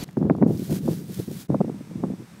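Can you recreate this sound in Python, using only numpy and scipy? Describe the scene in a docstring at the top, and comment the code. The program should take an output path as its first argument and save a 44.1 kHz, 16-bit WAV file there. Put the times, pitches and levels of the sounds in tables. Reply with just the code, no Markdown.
"""Outdoors by a fence, with wind buffeting the microphone and a hand stroking thin plastic close by. The wind
rumbles and roars, and its eddies slap and thump on the microphone. A scrap of rustle comes first; then the
plastic, lying against the fence, hisses and crackles in four sweeps as skin slides and catches on it. After a
brief gap the scene changes: wind blows on over the soft hiss of distant trees."""
import sys
import numpy as np
from scipy import signal
from scipy.fft import rfft, irfft
from scipy.io import wavfile
from scipy.ndimage import uniform_filter1d

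SR = 44100
rng = np.random.default_rng(int(sys.argv[2]) if len(sys.argv) > 2 else 0)


def materialize(psi):
    """Save the field psi as 16-bit PCM at rate SR to the path in sys.argv[1].

    A 1-D psi becomes a single channel; in a 2-D psi each row is a channel.
    """
    bounded = np.clip(np.atleast_2d(psi).T, -1, 1)
    quanta = np.round(bounded * 32767).astype(np.int16)
    wavfile.write(sys.argv[1], SR, quanta)


N = 105840
TIME, FREQS = np.arange(N) / SR, np.fft.rfftfreq(N, 1 / SR)
DROPOUT_S = 1.478  # the fence is heard before this, the trees after
LEAD = 1024  # samples ahead of a burst's onset


def amp(db):
    """Decibels to gain."""
    return 10 ** (np.asarray(db) / 20)

def unit(x):
    """Scales to rms 1."""
    return x / np.sqrt(np.mean(x ** 2) + 1e-20)

def curve(points):
    """Joins (seconds, value) points with straight lines."""
    return np.interp(TIME, *np.transpose(points))

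def gain_at(freqs, spectrum):
    """Gain at each frequency, from (Hz, dB) points."""
    hz, db = np.transpose(spectrum)
    return amp(np.interp(np.log(freqs), np.log(hz), db))

def colour(x, spectrum):
    """Gives x a spectrum, at rms 1."""
    return unit(irfft(rfft(x) * gain_at(FREQS + 1, spectrum), N))

def noise(spectrum):
    """Steady noise shaped by (Hz, dB) points."""
    return colour(rng.standard_normal(N), spectrum)

def steadied(x, size):
    """Evens out chance swells longer than size samples."""
    return x / np.sqrt(uniform_filter1d(uniform_filter1d(x ** 2, size), size) + 1e-9)

def burst(peak_s, shape, size=4096):
    """A short swirl of noise, coloured by shape(Hz); about rms 1 at its height."""
    age = np.maximum(np.arange(size) - LEAD, 0) / SR / peak_s
    swell = (age * np.exp(1 - age)) ** 2
    swirl = rfft(swell * rng.standard_normal(size))
    swirl /= abs(swirl) + abs(swirl).mean()  # no chance resonance stands out
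    sound = irfft(swirl * shape(np.fft.rfftfreq(size, 1 / SR) + 1))
    return unit(sound) * np.sqrt(np.mean(swell ** 2))

def add(mix, start_s, sound):
    """Mixes in a burst, allowing for its lead."""
    part = mix[max(round(start_s * SR) - LEAD, 0):][:len(sound)]
    part += sound[:len(part)]


# Wind pressure right on the microphone. Each row: time in seconds, level in dB.
WIND_PRESSURE = [(0, -37.5), (.022, -35), (.05, -48), (.078, -39), (.108, -46.5), (.155, -45), (.175, -31),
                 (.235, -22), (.28, -23.5), (.37, -31), (.44, -22.5), (.51, -21.5), (.575, -31.5),
                 (.68, -34.5), (.715, -21.5), (.79, -34), (.9, -23.5), (.97, -32.5), (1.015, -31.5),
                 (1.06, -41.5), (1.1, -31), (1.145, -40.5), (1.2, -25.5), (1.255, -46), (1.29, -31.5),
                 (1.39, -38), (1.465, -53), (1.495, -25), (1.555, -20.5), (1.59, -36.5), (1.68, -31.5),
                 (1.77, -37.5), (1.83, -45), (1.93, -39), (2.0, -33), (2.06, -30), (2.12, -32.5),
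                 (2.165, -45), (2.22, -36.5), (2.265, -55), (2.31, -47), (2.4, -46.5)]
# Its low rumble and its higher roar. Each row: frequency in Hz, relative level in dB.
RUMBLE_SPECTRUM = [(20, -60), (40, -53), (62, -21), (100, -8), (140, 0.5), (185, 3.5), (260, -10.5),
                   (330, -10), (420, -17), (600, -31), (1000, -40.5), (2500, -82)]
ROAR_SPECTRUM = [(100, -31), (250, 3), (400, 3.5), (700, -9.5), (1100, -24), (1700, -32.5), (3500, -68.5)]

def wind(strong_db=-20, roar_growth=1.69):
    """Turbulence flutters and rumbles at the microphone; the roar grows faster as the wind rises."""
    level_db = curve(WIND_PRESSURE)
    flutter = np.tanh(noise([(5, -7), (18, 7), (45, -4), (110, -25), (400, -69)]))
    rumble = amp(level_db + 3 * flutter) * steadied(noise(RUMBLE_SPECTRUM), size=1200)
    roar_db = -30 + roar_growth * (level_db - strong_db) + 2 * flutter
    return rumble + amp(roar_db) * steadied(noise(ROAR_SPECTRUM), size=800)


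# The background at the fence. Each row: frequency in Hz, relative level in dB.
FENCE_SPECTRUM = [(20, -21), (100, 0.5), (800, -3), (1500, -5.5), (2700, -10), (5000, -14), (9000, -19.5),
                  (15500, -24)]

def fence_air():
    """Faint open air all around the microphone."""
    return amp(-59.5) * noise(FENCE_SPECTRUM) * (TIME < DROPOUT_S)


# A rustle close by. Each row: frequency in Hz, relative level in dB.
RUSTLE_SPECTRUM = [(300, 9.5), (1200, -3), (3900, -2.5), (7500, -6.5), (8300, -15), (11700, -8.5),
                   (15500, -18)]
# Two thin rings within it. Each row: pitch in Hz, starting level in dB.
RUSTLE_RINGS = [(4500, -43), (12400, -50)]

def rustle(end_s=0.044, ring_width_hz=54, ring_fade_s=0.02):
    """A scrap of rustle with two fading rings, which stops short."""
    out = amp(-38.5) * noise(RUSTLE_SPECTRUM)
    for hz, db in RUSTLE_RINGS:
        resonance = 1 / (1 + ((FREQS - hz) / ring_width_hz) ** 2)
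        ring = irfft(rfft(rng.standard_normal(N)) * resonance, N)
        out += amp(db) * unit(ring) * np.exp(-TIME / ring_fade_s)
    return out * (TIME < end_s)


# Loose plastic against the fence, barely heard. Each row: frequency in Hz, relative level in dB.
CRINKLE_SPECTRUM = [(500, -6), (1500, -3), (4000, -3), (7000, -5), (11000, -9.5), (15500, -13)]

def crinkles(ticks_per_s=130):
    """The wind stirs the loose plastic into faint ticks."""
    impulses = rng.standard_normal(N) * (rng.random(N) < ticks_per_s / SR)
    grain = rng.standard_normal(200) * np.hanning(200)
    ticks = signal.oaconvolve(impulses, grain, "same")
    return amp(-69) * colour(ticks, CRINKLE_SPECTRUM) * (TIME < DROPOUT_S)


# Eddies striking the microphone itself. Each row: start in seconds, slap level in dB,
# thump level in dB (both ahead of the overload), top of the slap in Hz.
EDDY_HITS = [(.021, -31, -31, 700), (.1695, -16.5, -20, 1700), (.176, -27, -22, 600),
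             (.212, -20, -14.5, 850), (.226, -21.5, -17.5, 1600), (.251, -25, -18.5, 1100),
             (0.2974, -8, -24, 2350), (.304, -13, -18.5, 1280), (.308, -28, -9.5, 497),
             (.350, -23, -28, 1270), (.383, -28.5, -24, 1000), (.414, -18, -17.5, 1090),
             (0.4244, -8.5, -22, 1700), (.428, -13.5, -15, 2100), (.432, -13.5, -8.5, 520),
             (0.4628, -12, -22, 555), (.497, -21, -29, 960), (.506, -18.5, -22, 700),
             (0.594, -47, -22, 450), (.620, -39, -25.5, 450), (0.694, -29, -30, 810), (.706, -26, -21, 655),
             (.723, -21, -21, 805), (.762, -29.5, -21.5, 500), (.806, -43, -24.5, 450),
             (.850, -36, -24, 600), (.877, -20, -25, 1320), (.885, -15, -14.5, 825), (.930, -29, -29, 650),
             (.995, -53, -43, 450), (1.198, -22.5, -26, 480), (1.280, -31, -22.5, 580),
             (1.312, -33, -33, 543), (1.499, -17, -21, 800), (1.544, -13.5, -13, 1050),
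             (1.604, -18, -15, 990), (1.609, -11.5, -16, 860), (1.644, -23, -21, 780),
             (1.679, -27, -27, 710), (1.695, -24.5, -21, 1180), (1.740, -37, -30, 860),
             (1.806, -33, -30, 720), (1.912, -36, -31.5, 597), (1.955, -37, -24.5, 500),
             (2.030, -33, -34, 900), (2.036, -17.5, -25, 1300), (2.043, -24.5, -30, 1190),
             (2.050, -25.5, -25, 940), (2.062, -40, -28, 600), (2.1, -28.5, -21, 694),
             (2.117, -39, -29, 700), (2.134, -33.5, -30, 890), (2.199, -61, -34.5, 400)]

def eddies(thump_hz=216.2, thump_octaves=0.54, overload_db=-3, low_hz=98, high_hz=2850):
    """Each eddy is a bright slap and a slower low thump; the hardest softly overload the microphone."""
    def slap_shape(f, top_hz):
        bass_cut = 1 + (174 / f) ** 4.5  # the microphone sheds the deepest bass
        slope = 1 + (f / 338) ** 2.02
        top_cut = 1 + (f / top_hz) ** 4.46
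        return 1 / (bass_cut * slope * top_cut)

    def thump_shape(f):
        return np.exp(-0.5 * (np.log2(f / thump_hz) / thump_octaves) ** 2)

    pressure = np.zeros(N)
    for start_s, slap_db, thump_db, top_hz in EDDY_HITS:
        slap_peak_s = 0.0021 * (1020 / top_hz) ** 0.37  # brighter slaps are quicker
        slap = burst(slap_peak_s, lambda f: slap_shape(f, top_hz))
        thump = burst(peak_s=0.0043, shape=thump_shape)
        add(pressure, start_s, amp(slap_db) * slap + amp(thump_db) * thump)
    overloaded = amp(overload_db) * np.tanh(pressure / amp(overload_db))
    band = 1 / (1 + (low_hz / (FREQS + 1)) ** 11) / (1 + (FREQS / high_hz) ** 11)
    return irfft(rfft(overloaded) * band, N)


# Creases in the plastic, close by. Each row: start in seconds, level in dB, pitch in Hz.
CREASE_SNAPS = [(.031, -42, 6060), (.036, -38.5, 7100), (0.036, -36.5, 11100), (.078, -53, 4200),
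                (.088, -42, 810), (.089, -45.5, 1950), (.187, -56, 5040), (0.321, -59, 3700),
                (.574, -45, 5030)]

def creases(peak_s=0.0012, width_octaves=0.3):
    """Creases give way with tiny snaps."""
    out = np.zeros(N)
    for start_s, db, hz in CREASE_SNAPS:
        snap = burst(peak_s, lambda f: 1 / (1 + (np.log2(f / hz) / width_octaves) ** 2))
        add(out, start_s, amp(db) * snap)
    return out


# The hand sweeping over the plastic at the fence. Each row: time in seconds, level in dB.
HAND_SWEEPS = [(.458, -73), (.478, -56.5), (.54, -53), (.62, -46.5), (.69, -48), (.725, -42.5),
               (.76, -39.5), (.785, -44), (.805, -58), (.85, -49.5), (.925, -45), (1.0, -50.5),
               (1.056, -55.5), (1.14, -46.5), (1.205, -44.5), (1.26, -53), (1.33, -48.5), (1.415, -44.5),
               (1.45, -55), (1.478, -63)]
# The thin film, heard from close by. 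Each row: frequency in Hz, relative level in dB.
FILM_SPECTRUM = [(300, -13), (900, -3.5), (1600, 0), (2750, -2), (3700, 1), (5200, 0.5), (7000, -0.5),
                 (10000, -1), (12300, 0), (15500, -2.5)]

def hand_strokes(grains_per_s=2500, grain_spread_db=5):
    """Skin slides over the film: countless tiny slips merge into a hiss, with larger grains in it."""
    sizes = amp(grain_spread_db * np.minimum(rng.exponential(1, N), 4))
    grains = sizes * rng.choice([-1, 1], N) * (rng.random(N) < grains_per_s / SR)
    rub = unit(noise(FILM_SPECTRUM) + amp(-5.5) * colour(grains, FILM_SPECTRUM))
    grip_db = 1.08 * noise([(5, 6), (60, -1), (200, -29), (600, -58)])
    return rub * amp(curve(HAND_SWEEPS) + grip_db) * (TIME < DROPOUT_S)


# Skin catching on that same film. Each row: start in seconds, level in dB, time to peak in seconds.
SKIN_CATCHES = [(.724, -42.5, .003), (.753, -40.5, 0.0027), (0.859, -43, .0015), (.912, -42, 0.0024),
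                (.931, -41, 0.0018), (1.140, -40.5, .0045), (1.155, -47, 0.0015), (1.313, -44.5, .002)]

def scrapes():
    """Where the skin catches and lets go, the whole film crackles for a moment."""
    out = np.zeros(N)
    for start_s, db, peak_s in SKIN_CATCHES:
        crackle = burst(peak_s, lambda f: gain_at(f, FILM_SPECTRUM))
        add(out, start_s, amp(db) * crackle)
    return out


# Trees far from the microphone. Each row: frequency in Hz, relative level in dB.
TREE_SPECTRUM = [(20, -19), (100, 0.5), (600, -3.5), (950, -1.5), (1400, -5), (1750, -5.5), (2300, -6.5),
                 (3200, -12.5), (3620, -9.5), (4100, -13), (5700, -11), (7000, -15), (8200, -12),
                 (10000, -17.5), (12000, -18), (15500, -24)]

def distant_trees():
    """Wind hisses softly in the trees after the scene changes."""
    return amp(-54.5) * noise(TREE_SPECTRUM) * (TIME >= DROPOUT_S)


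def scene():
    """The wind, the plastic at the fence and the far trees, all at one microphone."""
    mix = wind() + fence_air() + rustle() + crinkles() + eddies()
    mix += creases() + hand_strokes() + scrapes() + distant_trees()
    return mix[None]

def record(dry):
    """The sound drops out for a moment between the two places, and the highest treble is cut."""
    half_gap_s, fade_s, cutoff_hz = 0.0019, 0.017, 15750
    dropout = np.clip((abs(TIME - DROPOUT_S) - half_gap_s) / fade_s, 0, 1)
    lowpass = signal.firwin(511, cutoff_hz, window=("kaiser", 9), fs=SR)
    return signal.oaconvolve(dry * dropout, lowpass[None], "same")


dry = scene()
out = record(dry)
materialize(out)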